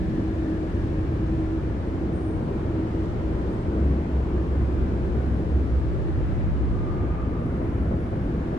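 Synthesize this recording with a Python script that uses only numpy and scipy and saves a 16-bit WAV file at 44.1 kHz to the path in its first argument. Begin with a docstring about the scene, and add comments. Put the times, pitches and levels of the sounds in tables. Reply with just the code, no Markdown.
"""A low traffic rumble with tyre roar and hiss, far off across a river bank, at two microphones.
Rumble and tyre drone are shaped noise arriving from the left as one front; roar and hiss are
independent noise at each microphone. A throbbing engine, a wavering hum, a whine and gliding
engine notes are wandering sines; far squeals mix narrow noise with a line; thuds are noise bursts."""
import sys
import numpy as np
from scipy import signal
from scipy.fft import rfft, irfft, next_fast_len
from scipy.io import wavfile
from scipy.ndimage import uniform_filter1d, map_coordinates

SR = 44100
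rng = np.random.default_rng(int(sys.argv[2]) if len(sys.argv) > 2 else 0)


def digitize_waveform(pressure):
    """Quantize a signal to 16-bit integers and store it at the path in sys.argv[1].

    Rows of a 2-D input are taken as channels; values are limited to [-1, 1].
    """
    field = np.atleast_2d(pressure).T
    bounded = np.clip(field, -1, 1)
    quanta = np.round(bounded * 32767).astype(np.int16)
    wavfile.write(sys.argv[1], SR, quanta)


N = 378378
TIME_S = np.arange(N) / SR
LEFT_RIGHT = np.array([[1], [-1]])


def amp(level_db):
    """Gain of a level in dB."""
    return 10 ** (np.asarray(level_db) / 20)


def unit(x):
    """x at rms 1."""
    return x / np.sqrt(np.mean(x ** 2) + 1e-20)


def along(points, hz):
    """Interpolate (freq_hz, value) points on a log frequency axis."""
    point_hz, value = np.transpose(points)
    return np.interp(np.log(hz + 1), np.log(point_hz + 1), value)


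def curves(rows):
    """One value per sample for each column after the time."""
    time_s, *columns = np.transpose(rows)
    return [np.interp(TIME_S, time_s, column) for column in columns]


def gate(rows, fade_s):
    """Linear fades centred on the first and last row times."""
    inside_s = np.minimum(TIME_S - rows[0][0], rows[-1][0] - TIME_S)
    return np.clip(inside_s / fade_s + .5, 0, 1)


def wobble(knots_per_s):
    """Smooth curve through random knots."""
    knots = rng.standard_normal(int(N * knots_per_s / SR) + 4)
    return map_coordinates(knots, [np.arange(N) * knots_per_s / SR])


def filtered(x, response):
    """x times a complex response of frequency."""
    size = next_fast_len(N + SR // 2)
    spectrum = rfft(x, size) * response(np.fft.rfftfreq(size, 1 / SR))
    return irfft(spectrum, size)[..., :N]


def noise(spectrum, patchy_db, channels):
    """Coloured noise of rms 1 with time-frequency patches of random gain, shared by the channels."""
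    cells = signal.stft(rng.standard_normal((channels, N)), nperseg=2048)[2]
    patches = rng.standard_normal(cells.shape[1:])
    patches = uniform_filter1d(patches, size=8, axis=0)   # over frequency
    patches = uniform_filter1d(patches, size=10, axis=1)  # over time
    white = signal.istft(cells * amp(patchy_db * unit(patches)), nperseg=2048)[1][:, :N]
    return unit(filtered(white, lambda hz: amp(along(spectrum, hz))))


def tone(pitch_hz, waver_hz, knots_per_s):
    """A sine of rms 1 whose pitch wanders."""
    cycles = np.cumsum(pitch_hz + waver_hz * wobble(knots_per_s)) / SR
    return np.sqrt(2) * np.sin(2 * np.pi * (rng.random() + cycles))


# phase by which the left microphone leads: freq_hz, lead_rad
FRONT_LEAD = [(60, .02), (115, .03), (170, .1), (240, .18), (320, .33), (470, .78), (620, 1.6), (800, 2.8),
              (1300, 5)]


def front(x):
    """A sound from the left reaches the left microphone first: half the lead each way."""
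    return filtered(x, lambda hz: np.exp(.5j * along(FRONT_LEAD, hz) * LEFT_RIGHT))


# slow swell of the road: time_s, deep_db, rumble_db, drone_db, roar_db, hiss_db
ROAD_LEVELS = [(0, -32, -31.5, -34.5, -43.5, -56), (.7, -29, -32.5, -34.5, -43.5, -55.5),
               (1.3, -27, -32.5, -35, -44, -57), (1.8, -29.5, -31, -34.5, -43, -57.5),
               (2.3, -31.5, -32.5, -33, -43.5, -58), (2.8, -29.5, -31.5, -33.5, -42.5, -56.5),
               (3.1, -28, -32, -33.5, -42.5, -56.5), (3.5, -30.5, -32.5, -31.5, -43, -57),
               (3.85, -31.5, -29, -31, -42.5, -57.5), (4.3, -31, -34, -34, -42.5, -57.5),
               (4.8, -29, -30.5, -33, -41.5, -57.5), (5.15, -28.5, -32.5, -33, -43, -57),
               (5.8, -28.5, -32.5, -34, -42.5, -57.5), (6.5, -26.5, -32.5, -36, -41.5, -58),
               (7, -28, -33.5, -36, -42, -59.5), (7.4, -29, -31.5, -33.5, -42.5, -60.5),
               (8, -28, -31.5, -35, -43, -59.5), (8.58, -31.5, -30.5, -33, -40.5, -58.5)]
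# noise spectra: freq_hz, density_db (per Hz, relative)
DEEP_SPECTRUM = [(12, -29), (24, -12.5), (32, -11), (42, 0.5), (55, -0.5), (65, 2), (74, -1), (85, 3.5),
                 (100, -1.5), (115, -1), (150, -8.5), (200, -27.5), (400, -120)]
RUMBLE_SPECTRUM = [(40, -89), (80, -24), (120, -6.5), (165, 2.5), (230, -0.5), (280, -1), (330, -14),
                   (450, -44.5), (900, -120)]
DRONE_SPECTRUM = [(100, -100), (220, -31), (300, -5), (340, -1), (420, -8.5), (550, -12.5), (660, -16),
                  (800, -26), (1000, -36.5), (1400, -70.5), (2500, -120)]
ROAR_SPECTRUM = [(40, -38), (110, -10), (160, -9), (300, -4.5), (450, -11.5), (640, -0.5), (800, -0.5),
                 (1050, -3.5), (1700, -9.5), (2400, -17), (3500, -32), (6000, -62.5), (12000, -100)]
HISS_SPECTRUM = [(500, -58.5), (1500, -0.5), (3000, 1), (4500, -5), (7000, -12), (9500, -17), (12000, -24),
                 (14000, -32), (15300, -36)]
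# short surges and dips of the front's layers: time_s, change_db
BASS_SURGES = [(3.82, 2), (4.36, 3), (7.04, 3), (7.96, 3), (8.1, -4), (8.28, 2.5)]
SURGE_HALF_S = 0.03  # centre to 1/e of the dB change
WANDER_DB, WANDER_KNOTS_PER_S = 0.31, 6  # small random level wander of each layer


def road():
    """Engines and tyre drone arrive as one front; roar and hiss differ between microphones."""
    deep_db, rumble_db, drone_db, roar_db, hiss_db = curves(ROAD_LEVELS)
    surges_db = sum(change_db * np.exp(-((TIME_S - time_s) / SURGE_HALF_S) ** 2)
                    for time_s, change_db in BASS_SURGES)

    def change_db():
        """Common surges plus a fresh random wander for each layer."""
        return surges_db + WANDER_DB * wobble(WANDER_KNOTS_PER_S)

    deep = amp(deep_db + change_db()) * noise(DEEP_SPECTRUM, patchy_db=0.23, channels=1)
    rumble = amp(rumble_db + change_db()) * noise(RUMBLE_SPECTRUM, patchy_db=1.0, channels=1)
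    drone = amp(drone_db + change_db()) * noise(DRONE_SPECTRUM, patchy_db=0.36, channels=1)
    roar = amp(roar_db + 0.62 * wobble(3.09)) * noise(ROAR_SPECTRUM, patchy_db=1.1, channels=2)
    hiss = amp(hiss_db + .3 * wobble(6)) * noise(HISS_SPECTRUM, patchy_db=.3, channels=2)
    return front(deep + rumble + drone) + roar + hiss


# noise spectrum: freq_hz, density_db (per Hz, relative)
DIFFUSE_BASS_SPECTRUM = [(10, -42.5), (25, -9.5), (45, -9), (70, -4.5), (105, -1.5), (135, -7), (200, -12),
                         (400, -100)]


def diffuse_bass():
    """Diffuse deep rumble: noise independent at each microphone."""
    return amp(-40.5 + 1.1 * wobble(1.0)) * noise(DIFFUSE_BASS_SPECTRUM, patchy_db=2.5, channels=2)


# heavy engine: time_s, pitch_hz, level_db (before the nulls and wander; includes shallow dips)
ENGINE_THROB = [(0, 65.8, -28.5), (.7, 64.7, -33.5), (1.1, 64.94, -32), (1.7, 64.85, -35.5),
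                (2.15, 64.6, -29), (2.6, 66.48, -39), (3.45, 63.1, -30.5), (3.7, 65.6, -29.5),
                (3.82, 68.3, -23.5), (4.19, 65.26, -21.5), (4.3, 65.7, -30), (4.38, 66.5, -18.5),
                (4.58, 68.1, -20.5), (4.78, 67, -24), (5.0, 65.55, -19.5), (5.13, 66.56, -32.5),
                (5.2, 68.2, -22.5), (5.39, 66.8, -20), (5.57, 69.03, -16.5), (5.66, 67.36, -25.5),
                (5.75, 65.5, -23.5), (6.1, 66.2, -42.5), (6.6, 63.3, -27), (7.3, 63.5, -29.5),
                (8.58, 64.7, -33.5)]
# moments when the beating note cancels: time_s
ENGINE_NULLS = [-.4, .13, .83, 1.57, 1.88, 2.55, 3.06, 3.66, 4.07, 4.46, 4.88, 5.45, 5.98, 6.33, 6.78, 7.65,
                8.05, 8.7]
THROB_SHAPE = 0.78  # exponent; below 1 the throbs are flat-topped


def heavy_engine():
    """A low note beats against itself: it cancels at each null and flips sign."""
    pitch_hz, level_db = curves(ENGINE_THROB)
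    half_cycles = np.interp(TIME_S, ENGINE_NULLS, np.arange(len(ENGINE_NULLS)))
    beat = np.sin(np.pi * half_cycles)
    throb = np.sign(beat) * np.abs(beat) ** THROB_SHAPE
    return front(throb * amp(level_db + 1.8 * wobble(13)) * tone(pitch_hz, 0.69, 7))


# wavering hum: time_s, pitch_hz, level_db (line alone, before flutter)
HUM_LINE = [(0, 316, -35), (.3, 319, -32), (.62, 315, -31), (.83, 318, -42), (.95, 319, -35),
            (1.2, 318, -33), (1.46, 319, -30.5), (1.68, 320, -36), (1.81, 318, -55), (2.03, 321, -31),
            (2.18, 320, -41.5), (2.31, 315, -34), (2.5, 316, -51), (2.7, 317, -46), (2.79, 318, -25.5),
            (2.88, 320, -37.5), (3.0, 322, -34.5), (3.17, 322, -46), (3.28, 319, -30.5), (3.42, 317, -45),
            (3.6, 317, -39.5), (3.77, 322, -32.5), (3.95, 320, -48.5), (4.2, 320, -46), (4.38, 322, -39.5),
            (4.52, 320, -48), (4.72, 318, -35.5), (4.9, 318, -47.5), (5.7, 318, -54), (6.1, 318, -41),
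            (7.3, 318, -49.5)]
# narrow noise around the hum: freq_hz, density_db (per Hz, relative)
HUM_FUZZ_SPECTRUM = [(240, -140), (290, -40), (306, -6), (320, 0), (338, -5), (365, -40), (430, -140)]
HUM_FUZZ_DB = -7  # relative to the line


def hum():
    """A wavering sine in narrow noise; moving air roughens its level."""
    pitch_hz, level_db = curves(HUM_LINE)
    flutter_db = 1.6 * wobble(20)
    line = tone(pitch_hz, 1.98, 20)
    fuzz = amp(HUM_FUZZ_DB) * noise(HUM_FUZZ_SPECTRUM, patchy_db=1.7, channels=1)[0]
    return front(gate(HUM_LINE, fade_s=0.077) * amp(level_db + flutter_db) * (line + fuzz))


# faint whine: pitch_hz, level_db (before wander)
WHINE_LINE = (2894, -78.5)


def whine():
    """A faint sine with small wanders of pitch and level."""
    pitch_hz, level_db = WHINE_LINE
    return front(amp(level_db + 3 * wobble(2.5)) * tone(pitch_hz, 1.2, 3))


# far squeals and whistling tyres: start_s, rise_s, hold_s, t60_s (noise), pitch_hz, width_hz,
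# level_db (before flicker), left_over_right_db, line_share (of power, 0-1)
FAR_SQUEALS = [(0, 0.0088, 0.8, 5, 1720, 270, -56, 4, 0.1),
               (-.1, 0.1, 2.0, 5, 2180, 400, -66.5, -2.5, 0.01),
               (2.118, 0.052, 0.059, 1.3, 8730, 330, -64, 2, 0.5),
               (3.489, .03, .04, .7, 8520, 260, -73.5, 0, .3),
               (5.12, .1, .15, 0.79, 10680, 901, -79, -3, 0),
               (6.72, 0.04, 0.6, 1.8, 1208, 110, -47.5, -1, .5),
               (7.2, 0.25, 0.65, 3.2, 10450, 950, -76.5, 2, 0.02)]
LINE_WAVER = .18  # pitch wander scale, share of width_hz
LINE_FALL_RATIO = 1.5  # dB fall rate of the line over that of the noise


def squeals():
    """Narrow noise around a wavering line flickers, rises, holds and dies away."""
    total = np.zeros((2, N))
    for start_s, rise_s, hold_s, t60_s, pitch_hz, width_hz, level_db, pan_db, line_share in FAR_SQUEALS:
        band = unit(filtered(rng.standard_normal((2, N)),
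                             lambda hz: np.exp(-2 * ((hz - pitch_hz) / width_hz) ** 2)))
        line = np.array([tone(pitch_hz, LINE_WAVER * width_hz, 18) for _ in range(2)])
        share = np.clip(line_share, 0, 1)
        fall_db = -60 * np.clip(TIME_S - start_s - rise_s - hold_s, 0, None) / t60_s
        shape = np.clip((TIME_S - start_s) / rise_s, 0, 1) * amp(fall_db)
        line_fall = amp((LINE_FALL_RATIO - 1) * fall_db)  # on top of shape
        mix = np.sqrt(1 - share) * band + np.sqrt(share) * line_fall * line
        total += amp(level_db + 1.8 * wobble(25) + pan_db * .5 * LEFT_RIGHT) * shape * mix
    return total


# faint gliding notes: start_s, end_s, first_hz, last_hz, level_db (top of swell, before wander)
GLIDES = [(-.4, 1.12, 58, 50.5, -42.5), (-.4, 2.3, 77.3, 79.2, -47), (2.2, 4.9, 86, 96.4, -54),
          (2.801, 3.9, 39, 43.8, -44), (5.6, 7.1, 48.5, 55.4, -48), (6.1, 7.1, 50.5, 67, -41)]


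def faint_notes():
    """Gliding engine notes, opposite in phase left to right; each swells and fades once."""
    total = np.zeros(N)
    for start_s, end_s, first_hz, last_hz, level_db in GLIDES:
        done = np.clip((TIME_S - start_s) / (end_s - start_s), 0, 1)
        swell = np.abs(np.sin(np.pi * done)) ** .7
        pitch_hz = first_hz + (last_hz - first_hz) * done
        total += swell * amp(level_db + 2.5 * wobble(3)) * tone(pitch_hz, 0.8, 4)
    return total * LEFT_RIGHT


# accelerating engine: time_s, pitch_hz, level_db (before wander)
ENGINE_CLIMB = [(1, 63.2, -48), (2.38, 65.9, -45), (3.1, 65.3, -48), (4.2, 68.5, -50), (4.79, 70.2, -39),
                (5.48, 72.3, -35.5), (6.5, 74.53, -26.5), (6.9, 73.7, -31), (7.2, 74.2, -38),
                (8.58, 73.5, -47)]


def accelerating_engine():
    """A climbing engine note, opposite in phase left to right."""
    pitch_hz, level_db = curves(ENGINE_CLIMB)
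    note = gate(ENGINE_CLIMB, fade_s=.2) * amp(level_db + 1.5 * wobble(5)) * tone(pitch_hz, 0.42, 6)
    return note * LEFT_RIGHT


# soft far thuds, as of wheels over road joints: start_s, level_db (before rise and decay)
ROAD_THUDS = [(7.392, -32), (7.598, -29.5), (7.908, -28.5), (8.118, -30), (8.52, -30)]
# noise spectrum: freq_hz, density_db (per Hz, relative)
THUD_SPECTRUM = [(60, -60), (150, -14), (300, 0), (500, -2), (800, -5), (1200, -25), (2500, -100)]
THUD_RISE_S, THUD_T60_S = .004, .32  # rise is a time constant


def thuds():
    """Dull noise bursts with a quick exponential rise and a short decay."""
    shape = np.zeros(N)
    for start_s, level_db in ROAD_THUDS:
        after_s = np.clip(TIME_S - start_s, 0, None)
        rise = 1 - np.exp(-after_s / THUD_RISE_S)
        shape += rise * amp(level_db - 60 * after_s / THUD_T60_S)
    return front(shape * noise(THUD_SPECTRUM, patchy_db=0, channels=1))


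def scene():
    """Everything at the two microphones."""
    traffic = road() + diffuse_bass()
    front_tones = heavy_engine() + hum() + whine()
    return traffic + front_tones + squeals() + faint_notes() + accelerating_engine() + thuds()


# left over right microphone: freq_hz, difference_db
MIC_MISMATCH = [(300, 0.27), (450, 0), (560, 0), (680, 4.5), (850, 1), (1200, 0.5), (1800, 2.5),
                (2700, 1.5), (10000, 0.5)]
# constant converter offset, one row per channel: offset (full scale = 1)
CONVERTER_OFFSET = [
    [-.0037],
    [-.0045],
]
TOP_HZ = 15400  # band limit


def record(dry):
    """Microphone mismatch split between channels, a sharp band limit, then a constant offset."""
    def response(hz):
        mismatch = amp(along(MIC_MISMATCH, hz) * .5 * LEFT_RIGHT)
        return mismatch * (hz < TOP_HZ)

    return filtered(dry, response) + np.array(CONVERTER_OFFSET)


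dry = scene()
out = record(dry)
digitize_waveform(out)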